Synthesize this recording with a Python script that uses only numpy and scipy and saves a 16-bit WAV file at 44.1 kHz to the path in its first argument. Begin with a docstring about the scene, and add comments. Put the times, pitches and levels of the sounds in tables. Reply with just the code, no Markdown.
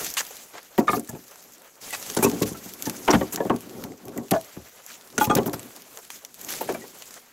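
"""Outdoors on snow, close to a plastic sled: split logs and sticks are thrown in, with no echo added.
Each blow shakes the hull's resonances, so it booms; struck wood rings in damped modes and knocks in noise.
Rolling wood is grainy noise through the hull, with small clacks; bark slides and snaps are noise bursts.
Close to the microphone, jacket and boots rustle and snow crunches in coloured grains; far off, a low rumble."""
import sys
import numpy as np
from scipy import signal
from scipy.fft import rfft, irfft, next_fast_len
from scipy.io import wavfile
from scipy.ndimage import uniform_filter1d, map_coordinates

SR = 44100
rng = np.random.default_rng(int(sys.argv[2]) if len(sys.argv) > 2 else 0)


def to_wav(s):
    """Save 16-bit WAV."""
    ch = np.atleast_2d(s).T  # columns
    pcm = np.round(np.clip(ch, -1, 1) * 32767)  # PCM
    wavfile.write(sys.argv[1], SR, pcm.astype(np.int16))


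N = 322812

# the thrower moving, close by: t/s, rustle level/dB
RUSTLE = [(0, -32.5), (.07, -34.5), (.15, -44), (.38, -43), (.5, -51), (.85, -55.5), (1.05, -51.5),
          (1.4, -52), (1.805, -58.5), (1.815, -45), (2.1, -37.5), (2.35, -39.5), (2.55, -46.5), (2.8, -44),
          (3.18, -42), (3.53, -52.5), (3.8, -49.5), (4, -57), (4.45, -48.5), (4.67, -54), (5.17, -51.5),
          (5.66, -49), (6.2, -51.5), (6.28, -55.5), (6.53, -37.5), (6.66, -43.5), (6.8, -50), (7.15, -46.5),
          (7.26, -56.5)]
# blows on the hull: t/s, boom peak level/dB, knock peak level/dB, weight/dB per octave below 300 Hz
THUDS = [(.779, -16, -15.5, -3), (.784, -5.5, -21, -5), (.807, -18, -32, -1), (.89, -20, -16.5, 1.5),
         (.93, -20, -20, 2), (.966, -17, -31, 1.5), (1.088, -31, -36, 9), (1.13, -29.5, -47, -0.5),
         (1.149, -29.5, -37, -0.5), (2.166, -13.5, -19.5, -2.5), (2.187, -16, -24, 3.5),
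         (2.224, -13, -14, -4), (2.242, -7.5, -21, -1), (2.262, -13.5, -24, 2.5), (2.327, -20, -38, -1),
         (2.413, -11, -29, 0.5), (2.511, -25, -42, 3.5), (2.654, -32, -41, 5), (2.868, -18.5, -27.5, 0.5),
         (3.082, -15, -7, -7), (3.096, -9, -16, -7.5), (3.133, -10, -10.5, 3), (3.146, -10.5, -17, 4),
         (3.21, -15, -21, -2), (3.225, -17.5, -32.5, -0.5), (3.338, -25, -39, 0), (3.374, -29, -26, -4),
         (3.402, -14.5, -27.5, -7), (3.451, -20, -30, -2), (3.497, -9.5, -14, -7.5),
         (3.504, -14, -29, -9.5), (3.538, -19, -34, -2), (3.84, -27.5, -35, 4), (4.163, -25, -31.5, -0.5),
         (4.178, -20.5, -32, -1.5), (4.315, -10, -16.5, -5), (4.335, -24, -18, 3), (4.566, -28, -39, 5),
         (5.18, -17.5, -21, -1), (5.21, -20, -19, -2), (5.269, -18.5, -28, 6), (5.297, -12, -22, -6.5),
         (5.358, -11.5, -28, 3), (5.384, -11.5, -20, -6), (5.459, -18, -25.5, -1), (5.478, -19, -30, -2),
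         (5.533, -27, -24, 7)]
# single snaps: t/s, peak level/dB
SNAPS = [(0.1396, -16.5), (0.2078, -13.5), (.2683, -42), (.308, -42), (.63, -33), (.9962, -19),
         (1.907, -21), (2.0647, -27), (2.1004, -19.5), (2.149, -19), (2.2983, -19), (2.3154, -19.5),
         (2.737, -21.5), (2.8238, -11.5), (2.897, -13.5), (3.3595, -12.5), (3.562, -26), (3.607, -27.5),
         (3.839, -22), (4.0541, -30), (4.0822, -27), (4.1762, -19.5), (4.412, -28), (4.864, -23),
         (5.4963, -26), (5.5943, -24.5), (5.763, -25), (5.8208, -28.5), (5.9733, -22), (6.103, -21.5),
         (6.2493, -21), (6.343, -28), (6.4141, -20.5), (6.4476, -20), (6.538, -21), (6.7244, -25),
         (6.987, -31), (7.022, -26.5)]
# resonances of the plastic hull: f/Hz, width/Hz, level/dB
HULL_MODES = [(72.5, 8.1, -8), (117.4, 22, -4), (186.3, 27.5, -2.5), (236.5, 22.3, -0.5), (292.4, 30.2, -1),
              (377.6, 35, -2.5), (434, 48, -6.5), (543.3, 38, -9), (727, 94, -15.5), (1127, 45, -22.5)]
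# treble colour at the microphone, also the rustle's spectrum: f/Hz, relative level/dB
TREBLE = [(1200, -11), (2400, -6.5), (3900, -7), (5400, -5), (6200, -1.5), (7500, -2.5), (9000, -10),
          (10300, -5.5), (11800, -7.5), (12300, -2), (15700, -11)]
# spectrum of the snow underfoot: f/Hz, relative level/dB
CRUNCH = [(88, -41), (150, -45), (420, 5.5), (538, 6), (769, 3.5), (985, 2), (1430, 2), (4000, -9),
          (5200, -13), (8800, -120)]
# spectrum of the far rumble: f/Hz, relative level/dB
RUMBLE = [(12, -51), (20, -13), (102, -17.5), (155, -14), (198, -7.5), (250, -5), (320, -30), (550, -120)]
# stereo balance: f/Hz, left minus right level/dB
LEAN = [(60, 1.2), (700, 1.5), (1290, .5), (2380, 0)]
# unrelated side signal against the near sound: f/Hz, level/dB
APART = [(30, -40), (100, -16), (400, -19), (1300, -27.5), (2400, -36), (4400, -60), (8000, -41),
         (15000, -25)]
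# modes of one dry split log: f/Hz, level/dB, t60/s
SPLIT_LOG = [(843, 4.5, 0.15), (1201, -1, 0.14), (1445, 2, .06), (2500, -23.5, 0.12), (3330, -16.5, 0.098),
             (4200, -30, 0.056), (5800, -27, .07), (6500, -20, 0.054), (7420, -25, 0.052),
             (8400, -22, 0.053)]
# its blows: t/s, level/dB added to every mode, share of the first and third modes (0-1; second gets the rest)
SPLIT_BLOWS = [(5.211, -11.5, 0.71), (5.299, -12.5, 0.13), (5.309, -15, 0.5)]
# bark and cloth slides: t/s, level/dB of the grit before its envelope, length/s, dullness/dB per octave
SLIDES = [(0.168, -25.5, 0.048, 2.5), (0.529, -42.5, 0.07, 9.5), (0.778, -33.5, 0.025, -1.5),
          (0.871, -29.5, 0.023, 10.5), (0.899, -35, 0.084, -2), (1.091, -34, 0.009, -3),
          (1.925, -32.5, 0.029, 7.5), (2.166, -30, 0.013, 3), (2.225, -21.5, 0.027, -1),
          (2.419, -26.5, 0.018, 2.5), (2.455, -37, 0.048, 0), (2.854, -30.5, 0.02, -5),
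          (3.078, -23.5, 0.0093, 9.5), (3.104, -21, 0.014, 7), (3.126, -25.5, 0.033, 10.5),
          (3.323, -32.5, 0.03, 0), (4.309, -22.5, 0.009, 0.5), (4.326, -42, 0.046, 1),
          (4.871, -44, 0.093, 3), (5.179, -23, 0.0082, 4), (5.197, -29.5, 0.043, 0),
          (5.241, -27, 0.017, -2), (5.266, -37, 0.0084, -2), (5.351, -19, 0.0042, -1),
          (5.365, -28, 0.017, 6.5), (5.459, -33.5, 0.021, -4), (5.53, -33, 0.017, 0.5),
          (6.103, -43, 0.073, 1), (6.485, -32.5, 0.047, 1.5), (6.613, -31.5, 0.0099, -13),
          (6.675, -41, 0.017, 4), (6.74, -42.5, 0.011, -1)]
# how long the wood knock lasts: f/Hz, t60/s
KNOCK_T60 = [(500, 0.19), (1000, 0.087), (2000, 0.052), (4000, 0.011)]
# knocks in the woodpile, away from the hull: t/s, peak level/dB
PILE_KNOCKS = [(.305, -35.5), (0.567, -44), (6.582, -40), (6.611, -19.5), (6.628, -27), (6.691, -15.5),
               (6.703, -24), (6.719, -34), (6.745, -26.5), (6.839, -33.5)]
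# loose wood tumbling: peak t/s, peak level/dB, rise/s from 20 dB down, fall/s to 20 dB down
TUMBLES = [(.98, -37.5, .19, 0.14), (2.34, -32, 0.25, 0.26), (3, -45.5, 1, 0.9), (3.4, -40, .3, 0.61),
           (3.74, -41.5, 0.15, 0.43), (3.92, -37, 0.48, 0.084), (4.09, -42.5, 0.11, .3),
           (4.21, -37.5, 0.19, 0.13), (5.36, -26.5, 0.17, 0.26), (6.7, -41, 0.36, 0.35)]
# modes of pieces struck several times, by name of piece: f/Hz, level/dB, t60/s
PIECES = {"short log": [(1203, -0.5, 0.075), (1732, -12, 0.071), (2175, -20.5, 0.11), (3690, -22, 0.048)],
          "long stick": [(647, 1, .1), (1140, -17, .04), (1460, -13, .04), (1665, -19, 0.065)],
          "pile log": [(660, 0, 0.036), (1660, -9, 0.029), (2325, -17, .06)]}
# their blows: t/s, level/dB added to every mode, name of piece
BLOWS = [(.88, -7.5, "short log"), (.893, -14, "short log"), (.931, -14, "short log"),
         (4.336, -15, "long stick"), (4.347, -16.5, "long stick"), (4.36, -13, "long stick"),
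         (6.689, -15, "pile log"), (6.746, -22.5, "pile log")]
# single ringing notes of struck wood: t/s, level/dB, f/Hz
NOTES = [(1.088, -39, 1720), (1.904, -34, 2020), (1.931, -28, 1940), (1.934, -27.5, 2550),
         (2.24, -23, 1097), (2.232, -21, 2410), (2.244, -21.5, 2600), (2.258, -21, 1090),
         (2.425, -28, 1094), (2.548, -35, 1320), (2.86, -33.5, 1770), (3.403, -22.5, 943),
         (3.404, -28, 1705), (3.092, -16, 445), (3.5, -12, 426), (5.179, -17.5, 1437), (5.384, -13, 414),
         (5.537, -36, 856), (6.608, -25.5, 880), (6.7, -17, 372), (6.746, -36, 2330), (6.818, -38.5, 1940)]

RUMBLE_DB, BAND_LIMIT_HZ = -81.5, 16828
CRUNCH_DB, CRUNCH_FOLLOWS = -54.5, 0.65  # level at the mean rustle; dB per dB of rustle
FLOOR_DB, FLOOR_FOLLOWS = -62, 0.74  # faint grumble of the hull under the rustle, likewise
# clacks: level against the rolling, median pitch, spread of pitch, cycles to fall 20 dB
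RATTLE_DB, RATTLE_HZ, RATTLE_OCTAVES, RATTLE_CYCLES = -13, 890, 0.71, 7
FAINT_OVER_DB = 16.5  # middle of the faint snaps' peaks, over the rustle level
SNAP_DULL_DB, SNAP_VARY_DB, SNAP_RISE_S = -0.5, 2.5, .0001  # dullness per octave, its scatter; rise
PILE_T60_S, NOTE_T60_S = .09, 0.075
CONTACT_S = .0013  # length of the first push on the hull
CHATTER_T60_S, CHATTER_DB, CHATTER_HZ = 0.18, -5.5, 690  # decay, peak against the push, low-pass corner


def amp(db):
    """Decibels to amplitude."""
    return 10 ** (np.asarray(db) / 20)


def unit(x):
    """Scale to rms 1."""
    return x / np.sqrt(np.mean(x ** 2) + 1e-20)


def along(points, hz):
    """Interpolate (f/Hz, value) points on a log frequency axis."""
    f, v = np.transpose(points)
    return np.interp(np.log(hz + 1), np.log(f + 1), v)


def curves(rows):
    """One value per sample for each column after the time."""
    s, *cols = np.transpose(rows)
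    return [np.interp(np.arange(N) / SR, s, c) for c in cols]


def add(out, s, sound):
    """Mix a sound in at s seconds."""
    out[round(s * SR):][:len(sound)] += sound


def filtered(x, response):
    """Multiply the spectrum of x by a complex response of frequency."""
    m = next_fast_len(x.shape[-1] + 8192)
    return irfft(rfft(x, m) * response(np.fft.rfftfreq(m, 1 / SR)), m)[..., :x.shape[-1]]


def coloured(x, spectrum):
    """Weight x by an f/Hz, level/dB spectrum, at rms 1."""
    return unit(filtered(x, lambda hz: amp(along(spectrum, hz))))


def wobble(rate):
    """A smooth random curve, rate knots a second."""
    return map_coordinates(rng.standard_normal(int(N * rate / SR) + 4), [np.arange(N) * rate / SR])


def grainy(size, spike_db, share):
    """Noise in which a share of the samples stand out as grains of uneven, bounded size."""
    height = amp(spike_db * np.minimum(rng.exponential(size=size), 3))
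    grains = (rng.random(size) < share) * height
    return rng.standard_normal(size) * (1 + grains)


def patchy(x, depth_db):
    """Random gain in patches of time and frequency."""
    z = signal.stft(x, nperseg=256)[2]
    field = uniform_filter1d(rng.standard_normal(z.shape), size=14, axis=0)
    field = uniform_filter1d(field, size=10, axis=1)
    return signal.istft(z * amp(depth_db * unit(field)), nperseg=256)[1][:len(x)]


def bright(burst, dull_db):
    """A burst in the microphone's treble colour, high-passed and tilted dull or bright."""
    def tilt(f):
        level_db = along(TREBLE[1:], f) - dull_db * np.log2((f + 500) / 6000)
        return amp(level_db) * f * f / (f * f + 900 ** 2)
    return filtered(burst, tilt)


def hull(f, spot_db=0, weight_db=0):
    """The plastic tub's resonances, some favoured by the spot struck; it radiates little deep bass."""
    octaves_below = np.log2(300 / np.array(HULL_MODES)[:, 0])  # a heavy log drives the low modes
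    gains = amp(spot_db * rng.standard_normal(len(HULL_MODES)) + weight_db * octaves_below)
    modes = 0
    for k, (centre, width, db) in enumerate(HULL_MODES):
        resonance = 1j * f * width / (centre * centre - f * f + 1j * f * width)
        modes = modes + (-1) ** k * gains[k] * amp(db) * resonance
    return modes * (1j * f / (65 + 1j * f)) ** 4


def movement():
    """Cloth and snow rustle in grains; loose wood grumbles on the hull and rattles; air rumbles far off."""
    rustle_db, = curves(RUSTLE)
    stir_db, t = rustle_db - rustle_db.mean(), np.arange(N) / SR
    flutter = wobble(25)  # shared by cloth and snow

    cloth = coloured(patchy(grainy(N, 5.5, .006), depth_db=2), TREBLE)
    rustle = amp(rustle_db + 1.32 * flutter + 1.06 * wobble(90)) * cloth

    snow = coloured(patchy(grainy(N, 5.5, .004), depth_db=2.5), CRUNCH)
    crunch_db = CRUNCH_DB + CRUNCH_FOLLOWS * stir_db
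    crunch = amp(crunch_db + 1.55 * flutter + 1.7 * wobble(40)) * snow

    # the loudest tumble, or else the faint floor under the rustle, sets the level
    tumbling = [db - 20 * np.maximum((s - t) / rise, (t - s) / fall) for s, db, rise, fall in TUMBLES]
    roll_db = np.max(tumbling + [FLOOR_DB + FLOOR_FOLLOWS * stir_db], axis=0)
    grumble = unit(filtered(grainy(N, 3.7, 0.0022), hull))
    roll = amp(roll_db + 2.6 * wobble(18)) * (grumble + amp(RATTLE_DB) * rattle(count=1500))

    rumble = amp(RUMBLE_DB + 3.4 * wobble(5.5)) * coloured(rng.standard_normal(N), RUMBLE)
    return rustle + crunch + roll + rumble


def rattle(count):
    """Many small clacks of wood on wood, each a short damped note, at rms 1."""
    when, size = rng.random((count, 2)).T
    hz = RATTLE_HZ * 2 ** (RATTLE_OCTAVES * rng.standard_normal((count, 1)))
    t = np.arange(SR // 40) / SR
    level_db = -5 * np.log(size[:, None] + .02) - 60 * t * hz / (3 * RATTLE_CYCLES)
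    notes = amp(level_db) * np.sin(2 * np.pi * hz * t)
    at = (when * N).astype(int)[:, None] + np.arange(len(t))
    return unit(np.bincount(at.ravel(), notes.ravel(), N + SR)[:N])


def snaps():
    """Each snap is a tick and a longer, weaker puff of noise with a sharp rise."""
    out, t = np.zeros(N + SR), np.arange(SR // 5) / SR
    decay = amp(-60 * t / .006) + 0.25 * amp(-60 * t / 0.041)  # tick and puff
    envelope = decay * (1 - np.exp(-t / SNAP_RISE_S))
    for s, db in SNAPS + faint(count=90):
        dull_db = rng.normal(SNAP_DULL_DB, SNAP_VARY_DB)
        burst = bright(rng.standard_normal(len(t)) * envelope, dull_db)
        burst = patchy(burst, depth_db=2.5)  # each snap favours its own bands
        add(out, s, amp(db) * burst / np.abs(burst).max())
    return out[:N]


def faint(count):
    """Faint snaps at random times, their peaks set over the rustle level."""
    when, size = rng.random((count, 2)).T
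    s = when * N / SR
    return list(zip(s, np.interp(s, *np.transpose(RUSTLE)) + FAINT_OVER_DB + 6 * (size - .5)))


def slides():
    """Bark and cloth scrape in grains: short slides start with an accent, long ones swell, then all fade."""
    out, t = np.zeros(N + SR), np.arange(SR // 5) / SR
    for s, db, length, dull_db in SLIDES:
        grit = unit(patchy(bright(grainy(len(t), 5, .012), dull_db), depth_db=3.5))
        rise = 1 - np.exp(-t / (0.00036 + 0.065 * length))
        accent = 1 + 0.94 * np.exp(-t / 0.0021)
        fade = np.exp(-np.maximum(t - 0.81 * length, 0) / (0.0029 + 0.15 * length))
        add(out, s, amp(db) * rise * accent * fade * grit)
    return out[:N]


def pile():
    """Short hollow knocks of log on log: decaying noise through a double resonance at 480 Hz."""
    out, t = np.zeros(N + SR), np.arange(SR // 4) / SR

    def hollow(f):
        return (1j * f * 400 / (480 ** 2 - f * f + 1j * f * 400)) ** 2 * (1 + 1j * f / 900)

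    for s, db in PILE_KNOCKS:
        force = rng.standard_normal(len(t)) * amp(-60 * t / PILE_T60_S) * (1 - np.exp(-t / 0.00096))
        knock = filtered(force, hollow)
        add(out, s, amp(db) * knock / np.abs(knock).max())
    return out[:N]


def thuds():
    """One push and a dying chatter shake the hull; the wood knocks, its high tones dying first."""
    out, t = np.zeros(N + SR), np.arange(SR // 3) / SR
    push = np.sin(np.pi * np.minimum(t / CONTACT_S, 1))  # half a sine
    for s, db, knock_db, weight_db in THUDS:
        chatter = rng.standard_normal(len(t)) * amp(-60 * t / CHATTER_T60_S) * (1 - np.exp(-t / 0.00039))
        chatter = filtered(chatter, lambda f: 1 / (1 + 1j * f / CHATTER_HZ))
        force = amp(CHATTER_DB) * chatter / np.abs(chatter).max() + push
        boom = filtered(force, lambda f: hull(f, spot_db=3.0, weight_db=weight_db))
        knock = wood_knock(t)
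        add(out, s, amp(db) * boom / np.abs(boom).max() + amp(knock_db) * knock / np.abs(knock).max())
    return out[:N]


def wood_knock(t):
    """Noise above 400 Hz whose bands decay at their own rates, through random wood resonances."""
    hz, u, z = signal.stft(rng.standard_normal(len(t)), SR, nperseg=128)
    level_db = -7 * np.log2(hz / 700 + 0.12) - 60 * u[:, None] / along(KNOCK_T60, hz)
    shaped = z * amp(level_db.T) * (hz > 400)[:, None]
    knock = signal.istft(shaped, SR, nperseg=128)[1][:len(t)] * (1 - np.exp(-t / 0.001))
    return filtered(knock, woody)


def woody(f):
    """A random cluster of short wood resonances over a plain response."""
    centres, gains = 500 * 8 ** rng.random(9), rng.standard_normal(9)
    response = 0.64
    for c, g in zip(centres, gains):
        response = response + 0.99 * g * 1j * f * 0.07 * c / (c * c - f * f + 1j * f * 0.065 * c)
    return response


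def rings():
    """Struck pieces sing their damped modes at every blow; the dry split log sings a whole series."""
    out = np.zeros(N + SR)
    for s, db, piece in BLOWS:
        # each mode's pitch varies a little from blow to blow
        modes = [(hz * rng.normal(1, .012), db + level, t60) for hz, level, t60 in PIECES[piece]]
        add(out, s, ringing(modes))
    for s, db, outer in SPLIT_BLOWS:
        # the spot struck picks among the three low modes
        share = [outer, 1 - outer, outer] + [1] * (len(SPLIT_LOG) - 3)
        modes = [(hz, db + level + 20 * np.log10(abs(k) + 1e-3), t60)
                 for (hz, level, t60), k in zip(SPLIT_LOG, share)]
        add(out, s, ringing(modes))
    for s, db, hz in NOTES:
        add(out, s, ringing([(hz, db, NOTE_T60_S)]))
    return out[:N]


def ringing(modes):
    """Damped modes (f/Hz, level/dB, t60/s); their phases drift at random."""
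    t = np.arange(SR // 4) / SR
    drift = np.cumsum(rng.standard_normal((len(modes), len(t))), axis=1) * .032  # radians
    ring = sum(amp(db - 60 * t / t60) * np.sin(2 * np.pi * hz * t + d)
               for (hz, db, t60), d in zip(modes, drift))
    return ring * (1 - np.exp(-t / 0.00091)) ** 2


def scene():
    """Both microphone ports hear nearly the same; the bass leans left, a phase-scattered side adds width."""
    near = movement() + snaps() + slides() + pile() + thuds() + rings()
    z = signal.stft(near, nperseg=512)[2]
    random_phase = np.exp(2j * np.pi * rng.random(z.shape))
    scattered = signal.istft(z * random_phase, nperseg=512)[1][:N]
    side = filtered(scattered, lambda hz: amp(along(APART, hz)))
    pair = filtered(np.array([near, near]), lambda hz: amp(np.outer([.5, -.5], along(LEAN, hz))))
    return pair + [side, -side]


def record(dry):
    """Peaks are softly squeezed; the treble fades at the top and nothing passes the band limit."""
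    squeezed = dry / (1 + np.abs(dry / .7) ** 4) ** (1 / 4)
    top = [(15750, 0.5), (16000, -31)]  # f/Hz, level/dB
    return filtered(squeezed, lambda hz: (hz < BAND_LIMIT_HZ) * amp(along(top, hz)))


dry = scene()
out = record(dry)
to_wav(out)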